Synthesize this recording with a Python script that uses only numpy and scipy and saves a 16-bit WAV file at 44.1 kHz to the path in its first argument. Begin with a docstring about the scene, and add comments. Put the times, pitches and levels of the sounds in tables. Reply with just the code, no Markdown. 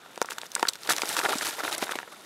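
"""Wooden knocks come first, faint and then hard, as a person tugs a snowshoe binding loose on crusted snow.
Frame and lacing are struck resonators; ice crust and twigs snap as short noise bursts, and a settling
shoe thumps as a damped low oscillation. Snow crunches as dense random grains and short pitched rings.
The snowy forest is dry and quiet: a brief scattered tail, over the faint coloured noise of the camera."""
import sys
import numpy as np
from scipy import signal
from scipy.io import wavfile
from scipy.ndimage import uniform_filter1d

SR = 44100
rng = np.random.default_rng(int(sys.argv[2]) if len(sys.argv) > 2 else 0)


def convert_level_to_amplitude(level_db):
    """Map a level in decibels to its linear amplitude factor."""
    exponent = np.asarray(level_db, float) / 20
    return 10 ** exponent


def int16_out(signal):
    """Quantize to a 16-bit WAV file."""
    q = np.round(np.clip(np.atleast_2d(signal).T, -1, 1) * 32767)
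    wavfile.write(sys.argv[1], SR, q.astype(np.int16))


N = 99225  # samples


# Modes of the wooden frame: (f/Hz, level/dB before weighting by pitch and decay, 60 dB decay time t60/s)
FRAME_MODES = [(538, 5, 0.015), (750, 5, 0.012), (937, -0.5, 0.036), (1150, 5, 0.012), (1450, -30, 0.016),
               (1652, -0.5, 0.021)]


def knock(peak_db, hz, slip_s, noise, draw):
    """Stick-slip excitation of modes: random slips ring the frame modes near the pitch and the spot itself."""
    slips_per_s, soft_hz = 1500, 3000
    reach_octaves, spot_width_hz, frame_db = 1.36, 550, 3  # frame_db: frame peak relative to spot peak
    rise_s = 0.3 * slip_s

    slips = draw < slips_per_s / SR
    slips[int(rise_s * SR)] = True  # at least one slip
    impulses = slips * np.sign(noise) * (0.5 + abs(noise))
    drive = burst(slip_s, impulses, rise_s)
    drive = signal.lfilter(*signal.butter(2, soft_hz, fs=SR), drive)

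    frame = 0
    for mode_hz, mode_db, t60 in FRAME_MODES:
        octaves_away = np.log2(mode_hz / hz)
        gain = convert_level_to_amplitude(mode_db - 6 * (octaves_away / reach_octaves) ** 2) * t60 / 0.03
        frame = frame + gain * resonate(drive, mode_hz, 2.2 / t60)  # bandwidth is 2.2 / t60
    spot = resonate(resonate(drive, hz, spot_width_hz), hz, 2 * spot_width_hz)
    return peaked(peaked(spot, 0) + peaked(frame, frame_db), peak_db)


# Knocks and creaks of the wooden frame: (t/s, dry peak level/dB, pitch f/Hz, length of the slip/s)
FRAME_KNOCKS = [(0.06, -38, 800, 0.0028), (0.176, -22.5, 557, 0.003), (0.2148, -9.5, 1170, 0.006),
                (0.245, -24, 1250, 0.0044), (0.287, -22, 1270, 0.0025), (0.319, -21.5, 1300, 0.0027),
                (0.38, -22, 1290, 0.0077), (0.414, -36, 1230, 0.0029), (0.433, -24, 1190, 0.0013),
                (0.562, -18.5, 1290, 0.0046), (0.5785, -27, 1380, 0.0054), (0.593, -24.5, 1110, 0.0065),
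                (0.627, -11, 1050, 0.0046), (0.651, -17.5, 1260, 0.004), (0.671, -22.5, 1310, 0.0063),
                (0.695, -31.5, 670, 0.0029), (0.753, -32.5, 1400, 0.0076), (0.874, -28, 1150, 0.0068),
                (0.892, -12.5, 1560, 0.0017), (0.902, -11.5, 1340, 0.007), (0.932, -22, 1910, 0.0063),
                (0.982, -18.5, 1880, 0.0035), (0.993, -25, 1080, 0.0047), (1.019, -16.5, 2160, 0.0016),
                (1.033, -17, 510, 0.003), (1.139, -26.5, 560, 0.004), (1.165, -17, 1230, 0.0037),
                (1.188, -15.5, 1480, 0.0037), (1.2, -22.5, 1070, 0.0038), (1.213, -19, 1430, 0.0051),
                (1.244, -19, 930, 0.0033), (1.258, -13, 920, 0.0077), (1.33, -17.5, 1210, 0.0048),
                (1.4105, -17.5, 1470, 0.002), (1.469, -24.5, 990, 0.003), (1.603, -19.5, 1280, 0.0049),
                (1.635, -19, 617, 0.0039), (1.677, -19, 1450, 0.0059), (1.824, -15.5, 400, 0.0049),
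                (1.892, -18, 1460, 0.0039), (1.933, -23, 930, 0.0047), (1.987, -17.5, 1500, 0.0036),
                (2.0, -26.5, 1450, 0.0031), (2.029, -27, 1480, 0.004), (2.073, -32, 695, 0.0085)]


def frame_knocks():
    """Superposition of the frame's stick-slip events, each with its own random drive."""
    layer = np.zeros(N)
    noises, draws = rng.standard_normal((99, 3000)), rng.random((99, 3000))
    for (t, *row), noise, draw in zip(FRAME_KNOCKS, noises, draws):
        add(layer, t, knock(*row, noise, draw))
    return layer


# Spectrum of a snap: (f/Hz, gain/dB)
SNAP_SPECTRUM = [(1200, -39.5), (2200, -2), (4000, -2), (8000, 1), (12000, -10), (15500, -9.5),
                 (17000, -49)]


def snap(peak_db, hz, noise, grit):
    """Brittle fracture as a gritty noise burst, with a broad resonance about its centre frequency."""
    fall_s, rise_s, grit_db = 0.0028, 0.000654, 4.5
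    centre_db, sharpness = 7, 3.0  # sharpness: centre over width
    roughness = convert_level_to_amplitude(grit_db * np.repeat(grit, 24))
    drive = burst(fall_s, noise * roughness, rise_s)
    centre = convert_level_to_amplitude(centre_db) * resonate(drive, hz, hz / sharpness)
    return peaked(colour(drive + centre, SNAP_SPECTRUM), peak_db)


# Snaps of ice crust and twigs: (t/s, dry peak level/dB, centre f/Hz)
CRUST_SNAPS = [(0.1575, -32, 3000), (0.176, -30, 3670), (0.2155, -13, 4830), (0.2243, -21, 6100),
               (0.2573, -27, 5870), (0.3069, -21.5, 3040), (0.3835, -19.5, 3070), (0.415, -24, 3940),
               (0.4657, -29.5, 5970), (0.5172, -24.5, 5360), (0.551, -8.5, 7400), (0.595, -21.5, 3850),
               (0.627, -13, 3300), (0.6704, -23, 3000), (0.6833, -15, 3740), (0.686, -6.5, 4240),
               (0.69, -16, 7940), (0.6957, -21.5, 8000), (0.7336, -24.5, 4060), (0.7547, -25, 4140),
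               (0.833, -27, 4670), (0.8733, -22, 3700), (0.8949, -17, 7350), (0.9334, -18.5, 3360),
               (0.9639, -15.5, 3350), (0.9817, -16, 3220), (1.0117, -34, 8400), (1.018, -11.5, 3170),
               (1.0253, -33, 8900), (1.0555, -20, 4540), (1.0903, -14, 7450), (1.167, -11.5, 3100),
               (1.191, -10, 3770), (1.292, -19, 3970), (1.3525, -24, 3280), (1.3838, -16.5, 7500),
               (1.39, -24.5, 7600), (1.4394, -24.5, 4200), (1.468, -18.5, 3960), (1.4818, -24, 4000),
               (1.7264, -16, 3350), (1.748, -20, 5170), (1.7803, -17.5, 9850), (1.9879, -23, 3450)]


def crust_snaps():
    """Superposition of brittle fractures, each with its own noise."""
    layer = np.zeros(N)
    noises, grits = rng.standard_normal((99, 2400)), rng.standard_normal((99, 100))
    for (t, *row), noise, grit in zip(CRUST_SNAPS, noises, grits):
        add(layer, t, snap(*row, noise, grit))
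    return layer


def thump(peak_db, hz):
    """Heavily damped oscillation: a low push that dies within a few cycles."""
    cycles = 1.9
    u = np.arange(3000) / SR * hz  # time in cycles
    return peaked(np.sin(2 * np.pi * u) * u * np.exp(-3 * u / cycles), peak_db)


# Dull thumps of a shoe settling: (t/s, dry peak level/dB, pitch f/Hz)
SHOE_THUMPS = [(.216, -19.5, 473), (.628, -24.5, 334), (0.89, -20, 526), (1.355, -25, 276),
               (1.824, -27, 380)]


def shoe_thumps():
    """Superposition of the damped pushes of a settling shoe."""
    layer = np.zeros(N)
    for t, *row in SHOE_THUMPS:
        add(layer, t, thump(*row))
    return layer


def scatter(hits):
    """Diffuse scattering: a short, exponentially decaying noise tail is added to the hits."""
    tail_db, t60 = -17, 0.04  # energy of the tail relative to the direct sound; decay time in s
    t = np.arange(4000) / SR
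    tail = rng.standard_normal(4000) * convert_level_to_amplitude(-60 * t / t60)
    return hits + convert_level_to_amplitude(tail_db) * signal.oaconvolve(hits, tail / np.linalg.norm(tail))[:N]


# Spectrum of the low crunch: (f/Hz, gain/dB)
CRUNCH_SPECTRUM = [(47, -58), (150, -21), (311, -3), (831, -1.5), (917, -2.5), (2410, -8.5), (4000, -8.5),
                   (5600, -59)]
# Spectrum of the hiss of fine grains: (f/Hz, gain/dB)
HISS_SPECTRUM = [(1060, -11), (1800, -2), (2360, -7.5), (3780, -6), (11700, -10.5), (15600, -21),
                 (16500, -62)]


def snow():
    """Granular emission: low crunch and fine hiss, each part noisy grains and part pitched rings."""
    clod_share, chip_share = 0.65, 0.35  # pitched share of the power
    crunch = grains(column=1, points=CRUNCH_SPECTRUM, per_s=700, spread_db=2.0,
                    clump_db=4.5, clump_s=0.0027, grain_s=0.00067)
    # compacted clods of snow
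    clods = pitched_pieces(column=1, points=CRUNCH_SPECTRUM, range_hz=(300, 2400), cycles=6.0,
                           per_s=550, spread_db=2.5, count=24)
    hiss = grains(column=2, points=HISS_SPECTRUM, per_s=2600, spread_db=3.6,
                  clump_db=0.8, clump_s=0.006, grain_s=0.0006)
    # ticking chips of ice
    chips = pitched_pieces(column=2, points=HISS_SPECTRUM, range_hz=(2210, 13830), cycles=3.4,
                           per_s=1400, spread_db=1.0, count=24)
    low = np.sqrt(1 - clod_share) * crunch + np.sqrt(clod_share) * clods
    high = np.sqrt(1 - chip_share) * hiss + np.sqrt(chip_share) * chips
    return low + high


def grains(column, points, per_s, spread_db, clump_db, clump_s, grain_s):
    """Shot noise: random grains, summed in power, modulate noise that swells in clumps."""
    size = random_sizes(per_s, spread_db, 4)
    shape = np.exp(-np.arange(600) / SR / grain_s)
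    span = max(int(clump_s * SR), 1)
    clumps = evened(uniform_filter1d(uniform_filter1d(rng.standard_normal(N), span), span))
    envelope = np.sqrt(abs(signal.oaconvolve(size ** 2, shape ** 2)[:N]))
    noise = envelope * rng.standard_normal(N) * convert_level_to_amplitude(clump_db * clumps)
    return evened(colour(noise, points)) * pressure(column)


def pitched_pieces(column, points, range_hz, cycles, per_s, spread_db, count):
    """Impulse response of small resonators: each piece rings briefly at one of count pitches."""
    size = random_sizes(per_s, spread_db, 3)
    kind, out = rng.integers(0, count, N), np.zeros(N)
    for k, hz in enumerate(np.geomspace(*range_hz, count)):
        u = np.arange(1500) / SR * hz  # time in cycles
        ring = np.sin(2 * np.pi * u) * u * np.exp(-3 * u / cycles) * hz
        out += signal.oaconvolve(size * (kind == k), ring)[:N]
    return evened(colour(out, points)) * pressure(column)


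def random_sizes(per_s, spread_db, limit):
    """Poisson-like arrivals: impulses at random times, with exponentially spread levels up to a limit."""
    size = convert_level_to_amplitude(spread_db * np.minimum(rng.exponential(1, N), limit))
    return size * (rng.random(N) < per_s / SR)


# Slow course of the crushing: (t/s, low crunch level/dB, fine hiss level/dB)
CRUSH_COURSE = [(0, -55, -59.5), (.15, -56, -57), (.45, -52.5, -51.5), (.49, -61.5, -56), (.6, -46, -45.5),
                (.78, -61.5, -53.5), (.86, -42.5, -44), (1.02, -41.5, -39.5), (1.2, -41, -38),
                (1.5, -44.5, -37), (1.62, -44.5, -46.5), (1.85, -42.5, -43), (1.98, -46, -48),
                (2.04, -53, -55), (2.25, -53, -53.5)]
# Patches of crust giving way: (start t/s, length/s, low crunch level/dB, fine hiss level/dB)
CRUST_BREAKS = [(0.3, 0.01, -40, -43), (0.314, 0.023, -47, -43), (0.454, 0.01, -67, -44.5),
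                (0.681, 0.014, -38, -39), (0.891, 0.037, -34, -25.5), (1.073, 0.08, -45.5, -35.5),
                (1.17, 0.033, -36, -32.5), (1.232, 0.025, -27, -37), (1.286, 0.059, -27.5, -37.5),
                (1.37, 0.021, -54, -37), (1.417, 0.015, -33, -35), (1.448, 0.053, -39, -34.5),
                (1.581, 0.031, -36, -37.5), (1.634, 0.068, -36.5, -37.5), (1.711, 0.042, -35.5, -35),
                (1.778, 0.012, -34.5, -38.5), (1.815, 0.031, -38, -35), (1.909, 0.016, -31, -35.5),
                (1.954, 0.0094, -30, -37.5), (2.119, 0.02, -49, -50.5)]


def pressure(column):
    """Addition of powers: the slow crushing plus the gated patches, returned as an amplitude gain."""
    rise_s, fall_s = 0.0015, 0.006
    t = np.arange(N) / SR
    power = convert_level_to_amplitude(2 * np.interp(t, *np.transpose(CRUSH_COURSE)[[0, column]]))
    for row in CRUST_BREAKS:
        start, end = row[0], row[0] + row[1]
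        gate = np.minimum((t - start) / rise_s, (end - t) / fall_s + 0.5)
        power = power + convert_level_to_amplitude(2 * row[column + 1]) * np.clip(gate, 0, 1) ** 2
    return np.sqrt(power)


# Spectrum of the background: (f/Hz, gain/dB)
FLOOR_SPECTRUM = [(24, -87), (40, -16), (181, 1), (1400, -2.5), (2040, -12.5), (3550, -6.5), (11900, -44),
                  (15300, -33), (16500, -59)]


def floor():
    """Stationary coloured noise of forest and camera."""
    return convert_level_to_amplitude(-56) * evened(colour(rng.standard_normal(N), FLOOR_SPECTRUM))


def evened(x):
    """Power normalisation: scales to rms 1."""
    return x / np.sqrt(np.mean(x ** 2) + 1e-20)


def peaked(x, db):
    """Peak normalisation: scales to a peak level in dB."""
    return convert_level_to_amplitude(db) * x / (abs(x).max() + 1e-20)


def add(mix, s, sound):
    """Linear superposition: mixes a sound in at a time in seconds."""
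    part = mix[round(s * SR):][:len(sound)]
    part += sound[:len(part)]


def colour(x, points):
    """Minimum-phase filtering: a causal filter that follows a spectrum of (Hz, dB) points."""
    f, db = np.transpose(points)
    hz = abs(np.fft.fftfreq(4096, 1 / SR))
    gain_db = np.interp(np.log(hz + 1), np.log(f), db)
    log_gain = np.log(convert_level_to_amplitude(np.maximum(gain_db, -100)))
    # the Hilbert transform of the log gain yields the phase
    taps = np.fft.ifft(np.exp(np.conj(signal.hilbert(log_gain)))).real[:2048]
    return signal.oaconvolve(x, taps)[:len(x)]


def resonate(x, hz, width_hz):
    """Second-order resonance with gain 1 at its centre."""
    return signal.lfilter(*signal.iirpeak(min(hz, 0.45 * SR), max(hz / width_hz, 0.3), SR), x)


def burst(fall_s, carrier, rise_s):
    """Amplitude envelope: a squared rise, then exponential decay, 20 dB down fall_s later."""
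    t = np.arange(len(carrier)) / SR
    rise = np.minimum(t / rise_s, 1) ** 2
    fall = convert_level_to_amplitude(-20 * np.maximum(t - rise_s, 0) / max(fall_s, 0.0005))
    return rise * fall * carrier


def scene():
    """Linear superposition: all hits with their scattered tail, crushing snow and background."""
    hits = frame_knocks() + crust_snaps() + shoe_thumps()
    return (scatter(hits) + snow() + floor())[None]


# Resonances of the camera housing: (f/Hz, width/Hz, level/dB of the resonance added to the direct sound)
HOUSING = [(1390, 160, -4), (3650, 300, -7)]


def housing(dry):
    """Parallel resonance: the modes of the camera housing add to the direct sound."""
    return dry + sum(convert_level_to_amplitude(db) * resonate(dry, hz, width_hz) for hz, width_hz, db in HOUSING)


def top_cut(x):
    """Nothing passes above the cut-off."""
    return signal.sosfilt(signal.butter(12, 16840, fs=SR, output="sos"), x)


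def record(dry):
    """Linear filtering in series: housing resonances, low cut and band limit shape the finished mix."""
    low_cut_hz, edge_hz = 111, 16700
    mix = housing(dry)
    mix = signal.lfilter(*signal.butter(2, low_cut_hz, "high", fs=SR), mix)
    band_limit = signal.firwin(255, edge_hz, window=("kaiser", 9), fs=SR)
    mix = signal.oaconvolve(mix, band_limit[None], "same")
    return top_cut(mix)


dry = scene()
out = record(dry)
int16_out(out)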